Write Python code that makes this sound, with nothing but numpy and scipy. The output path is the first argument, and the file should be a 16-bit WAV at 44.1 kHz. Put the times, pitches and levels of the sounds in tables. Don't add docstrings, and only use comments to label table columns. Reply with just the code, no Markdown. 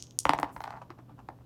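import sys
import numpy as np
from scipy import signal
from scipy.fft import rfft, irfft
from scipy.io import wavfile
from scipy.ndimage import uniform_filter1d

SR = 44100
rng = np.random.default_rng(int(sys.argv[2]) if len(sys.argv) > 2 else 0)


def linear_from_db(decibels):
    return 10 ** (np.asarray(decibels, float) / 20)


def put_to_file(sound):
    columns = np.atleast_2d(sound).T
    safe = np.clip(columns, -1, 1)
    whole_steps = np.round(safe * 32767)
    wavfile.write(sys.argv[1], SR, whole_steps.astype(np.int16))


N = 63945

EARLIER_CLICK_DB, EARLIER_CLICK_HZ = -23.5, 5500
EARLIER_LOW_DB, EARLIER_HIGH_DB = -10.5, -7.5


def unit(x):
    return x / np.max(np.abs(x))


def add(out, at_s, x):
    i = max(int(round(at_s * SR)), 0)
    out[i:i + len(x)] += x[:len(out) - i]


def lowpass(x, hz):
    return signal.sosfilt(signal.butter(2, hz, fs=SR, output="sos"), x)


def highpass(x, hz):
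    return signal.sosfilt(signal.butter(4, hz, "high", fs=SR, output="sos"), x)


def band(x, hz, width):
    limits = [hz / (1 + width), min(hz * (1 + width), SR * .45)]
    y = signal.sosfilt(signal.butter(2, limits, "band", fs=SR, output="sos"), x)
    return y / np.std(y)


def noise_band(count, hz, width):
    return band(rng.standard_normal(count), hz, width)


def decay(t, t60_s):
    return np.exp(-np.log(1000) * t / t60_s)


def modes(partials, count):
    t = np.arange(count) / SR
    return sum(linear_from_db(db) * np.sin(2 * np.pi * hz * t) * decay(t, t60_s) for hz, db, t60_s in partials)


def floor():
    # frequency in Hz, relative density in dB per Hz
    tone_shape = np.array([(15, -26.5), (25, -1), (167, 2.5), (538, -11.5), (952, -19.5), (2210, -32),
                           (2530, -30.5), (14800, -44), (16500, -54.5)])
    f, t = np.fft.rfftfreq(N, 1 / SR), np.arange(N) / SR
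    shape = linear_from_db(np.interp(np.log(f + 1), np.log(tone_shape[:, 0]), tone_shape[:, 1]))
    tone = irfft(rfft(rng.standard_normal(N)) * shape * (f > 22), N)
    mains_hz = 120.3
    hum = np.sin(2 * np.pi * mains_hz * t) * np.sqrt(2) + 0.22 * noise_band(N, 127, 0.15)
    hiss = linear_from_db(-85) * noise_band(N, 13000, 0.18)
    drone = linear_from_db(-67.5) * noise_band(N, 264, .05)
    return linear_from_db(-57) * tone / np.std(tone) + hiss + linear_from_db(-57) * hum + drone


def earlier_ring():
    level_db, t60_s = -57.5, 0.46
    t = np.arange(N) / SR
    return linear_from_db(level_db) * decay(t, t60_s) * noise_band(N, 6400, .07)


def room(x):
    # delay in seconds, level in dB, smear in seconds
    reflections = [(.0012, -16, 0.0022), (.0085, -17.5, .0008), (.0101, -19.5, .001), (.0137, -14.5, .0012),
                   (.0177, -22.5, .002), (.0255, -29.5, .003)]
    # centre in Hz, level in dB, t60 in seconds
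    tail_bands = [(250, -42.5, 1), (463.8, -34.5, 0.17), (1000, -45, 0.23), (1982, -48, 0.27),
                  (4000, -47.5, 0.28), (7700, -56, .3), (14000, -46.5, 0.14)]
    build_s, bass_below_hz, bass_db = .004, 2970, -4
    t = np.arange(SR // 2) / SR
    response = np.zeros(len(t))
    for hz, db, t60_s in tail_bands:
        response += linear_from_db(db) * noise_band(len(t), hz, 0.51) * np.sqrt(hz / 8000) * decay(t, t60_s)
    response *= 1 - np.exp(-t / build_s)
    for lag_s, db, smear_s in reflections:
        burst = rng.standard_normal(512) * np.exp(-t[:512] / smear_s)
        burst = burst - (1 - linear_from_db(bass_db)) * lowpass(burst, bass_below_hz)
        add(response, lag_s, linear_from_db(db) * burst / np.linalg.norm(burst))
    lead = SR // 100
    past = np.concatenate([np.zeros(lead), x])
    add(past, 0, linear_from_db(EARLIER_CLICK_DB) * click(EARLIER_CLICK_HZ, EARLIER_LOW_DB, EARLIER_HIGH_DB))
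    return signal.fftconvolve(past, response)[lead:lead + N]


def click(hz, low_db, high_db):
    cycles = 2.3
    t = np.arange(256) / SR

    def ring(ring_hz):
        turns = t * ring_hz
        return turns ** 2 * np.exp(-4 * turns / cycles) * np.sin(2 * np.pi * turns)

    rings = ring(hz) + linear_from_db(low_db) * ring(hz * 0.583) + linear_from_db(high_db) * ring(hz * 1.237)
    rings = rings + linear_from_db(-17) * ring(hz * 2.1)
    return unit(highpass(rings, hz * 0.44))


def hand_clicks():
    # time in seconds, peak in dB, pitch in Hz, low ring in dB, high ring in dB
    contacts = [(0.0248, -23.5, 6000, -9, -4), (.069, -44.5, 5570, -6.5, -19), (.109, -40, 5880, -4, -31),
                (0.1894, -4.5, 6800, -26, 2), (0.233, -34, 7060, -12.5, -1.5), (.380, -42, 7050, -28, -12),
                (0.391, -62, 7500, -3, 2), (.3992, -29, 8600, -5.5, 2.5), (0.4332, -45, 8670, -16, 4),
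                (.2957, -32, 4200, -8, -14)]
    out = np.zeros(N)
    for s, db, hz, low_db, high_db in contacts:
        add(out, s - 1 / hz, linear_from_db(db) * click(hz, low_db, high_db))
    return out


def scuffs():
    # start in seconds, rise in seconds, level in dB, centre in Hz
    slides = [
        (0.515, 0.027, -64.5, 10000),
        (0.602, 0.019, -66.5, 12000),
        (0.628, 0.048, -72.5, 4430),
        (0.22, .04, -69.5, 13500),
        (.29, .03, -72.5, 13300),
        (.385, 0.021, -66, 14000),
        (.58, 0.11, -60, 49.3),
        (1.141, 0.065, -65.5, 54),
    ]
    t, out = np.arange(N) / SR, np.zeros(N)
    for s, rise_s, db, hz in slides:
        u = np.maximum(t - s, 0) / rise_s
        out += linear_from_db(db) * u * np.exp(1 - u) * noise_band(N, hz, 0.49)
    return out


def knock(hz, tick_db, rise_s, die):
    sag, swell = 0.23, 1.54
    over_ratio, over_db = 1.714, -7
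    rebound_s, rebound_db = .0023, -33.5
    crack_hz, crack_db, crack_s, tick_rise_s = 3650, -12.5, 0.0022, .00004
    t = np.arange(512) / SR
    u = t / rise_s
    phase = 2 * np.pi * hz * (t + sag * rise_s * 2 * (1 - np.exp(-u / 2)))
    body = u ** swell * np.exp(-u) * np.sin(phase)
    body = body + linear_from_db(over_db) * u * np.exp(-u) * np.sin(over_ratio * phase)
    body = body + linear_from_db(rebound_db) * np.roll(body, int(rebound_s * SR))
    crack = linear_from_db(crack_db) * noise_band(512, crack_hz, .7) * np.exp(-t / crack_s)
    tick = (modes(die, 512) + crack) * (1 - np.exp(-t / tick_rise_s))
    return unit(body) - linear_from_db(tick_db) * tick


def die_contacts():
    # time in seconds, peak in dB, knock in Hz, tick in dB
    bounces = [(.2535, -8.5, 942, -12), (.2934, -4.5, 894, -10.5), (.3347, -11, 806, -12.5),
               (.3880, -17, 915, -15), (.3995, -25, 710, -37), (.4302, -11.5, 875, -17),
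               (.5642, -30.5, 1037, -14.5), (.6052, -25, 777, -12.5), (.6394, -27.5, 904, -4),
               (.6427, -27, 833, -16), (.6765, -26.5, 822, -18.5), (.6792, -31, 823, -25),
               (.7057, -29, 813, -10.5), (0.9037, -33, 1000, -10.5), (1.2875, -27.5, 848, -16),
               (1.2908, -33.5, 631, -35)]
    # time in seconds, peak in dB, knock in Hz, tick in dB
    edge_hits = [(0.5628, -33, 874, -27), (0.567, -32.5, 880, -18), (0.617, -38.5, 870, -5),
                 (.659, -32, 874, -19.5), (.6715, -36, 780, -26), (.6895, -41, 910, -27),
                 (.722, -36, 860, -34), (.727, -36, 1100, -18), (0.731, -37, 750, -44),
                 (0.7381, -31.5, 770, -40), (.744, -37, 778, -33), (0.753, -41, 1000, -36),
                 (0.758, -40, 1000, -29), (.765, -41, 750, -14), (.7695, -38, 815, -22.5),
                 (.773, -35.5, 796, -20), (.782, -40, 800, -32), (0.787, -46, 780, -14),
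                 (1.3872, -52.5, 900, -33), (1.190, -41.5, 900, -31), (0.989, -43, 1000, -20),
                 (1.409, -53, 850, -31)]
    # frequency in Hz, level in dB, t60 in seconds
    landing_die = [(2420, 10.5, 0.001), (4238, -9.5, 0.0014), (7000, -2, 0.001), (8950, -18.5, 0.0022),
                   (13000, -12.5, 0.0017), (15500, -22, 0.00077)]
    # frequency in Hz, level in dB, t60 in seconds
    rolling_die = [(2330, 3.5, 0.0013), (4080, -3, 0.0031), (8430, -10, 0.0023), (12000, -15.5, 0.0033)]
    rolls_from_s, landing_rise_s, roll_rise_s, rattle_rise_s = .55, 0.00056, 0.00072, 0.00071
    out = np.zeros(N)
    for s, db, hz, tick_db in bounces:
        if s < rolls_from_s:
            hit = knock(hz, tick_db, landing_rise_s, landing_die)
        else:
            hit = knock(hz, tick_db, roll_rise_s, rolling_die)
        add(out, s, linear_from_db(db) * hit)
    for s, db, hz, tick_db in edge_hits:
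        add(out, s, linear_from_db(db) * knock(hz, tick_db, rattle_rise_s, rolling_die))
    return out


def table_thuds():
    # frequency in Hz, t60 in seconds
    plate = [(65, 0.093), (150, 0.12), (292, 0.087), (540, 0.053)]
    # time in seconds, then level in dB of each table mode from low to high
    strikes = [(.2535, -31.5, -35.5, -29.5, -21), (0.2924, -63, -30, -20, -32),
               (.3347, -38, -36.5, -30.5, -61), (0.389, -58, -38, -32, -37),
               (0.4305, -40.5, -56, -27.5, -29), (0.563, -41, -44.5, -45.5, -43)]
    # time in seconds, level in dB, frequency in Hz, t60 in seconds
    thumps = [(0.9028, -35, 342, 0.049), (.99, -47, 316, 0.11), (1.11, -50, 295, 0.21),
              (1.2876, -35.5, 330, 0.042), (1.2879, -40, 566, 0.027), (0.544, -48, 149, 0.064)]
    rise_s, count = 0.0014, SR // 4
    out = np.zeros(N)
    swell = 1 - np.exp(-np.arange(count) / SR / rise_s)
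    for s, db, hz, t60_s in thumps:
        add(out, s, modes([(hz, db, t60_s)], count) * swell)
    for s, *mode_dbs in strikes:
        struck = [(hz, db, t60_s) for (hz, t60_s), db in zip(plate, mode_dbs)]
        add(out, s, modes(struck, count) * swell)
    return out


def wobbles():
    # centre time in seconds, level in dB, length in seconds, brightness in dB
    turns = [(0.498, -46, 0.047, -27), (.823, -44, 0.017, -25.5), (0.911, -51.5, 0.034, -35.5),
             (.992, -51, 0.037, -27.5), (1.106, -57, 0.049, -36), (1.195, -54.5, 0.045, -23.5),
             (1.413, -61.5, 0.024, -25), (0.706, -53.5, 0.23, -21.5)]
    t, out = np.arange(N) / SR, np.zeros(N)
    swings = np.repeat(rng.standard_normal(N // 64 + 1), 64)
    swings_db = 5.5 * uniform_filter1d(swings, size=64)[:N]
    grit = rng.standard_normal(N) * linear_from_db(swings_db)
    dull = band(grit, 883, 0.42) + linear_from_db(-20) * band(grit, 2040, 0.25)
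    bright = band(grit, 3070, 1.0)
    for s, db, length_s, bright_db in turns:
        swell = np.exp(-8 * ((t - s) / length_s) ** 2)
        out += linear_from_db(db) * swell * (dull + linear_from_db(bright_db) * bright)
    return out


def scene():
    dry = hand_clicks() + die_contacts() + wobbles()
    return (dry + table_thuds() + room(dry) + scuffs() + earlier_ring() + floor())[None]


def band_limit(x):
    return signal.sosfilt(signal.butter(12, 16850, fs=SR, output="sos"), x)


def record(dry):
    top_hz, mic_low_hz = 16600, 45
    x = signal.sosfilt(signal.ellip(8, .2, 70, top_hz, fs=SR, output="sos"), dry)
    x = highpass(x, mic_low_hz)
    return band_limit(x)


dry = scene()
out = record(dry)
put_to_file(out)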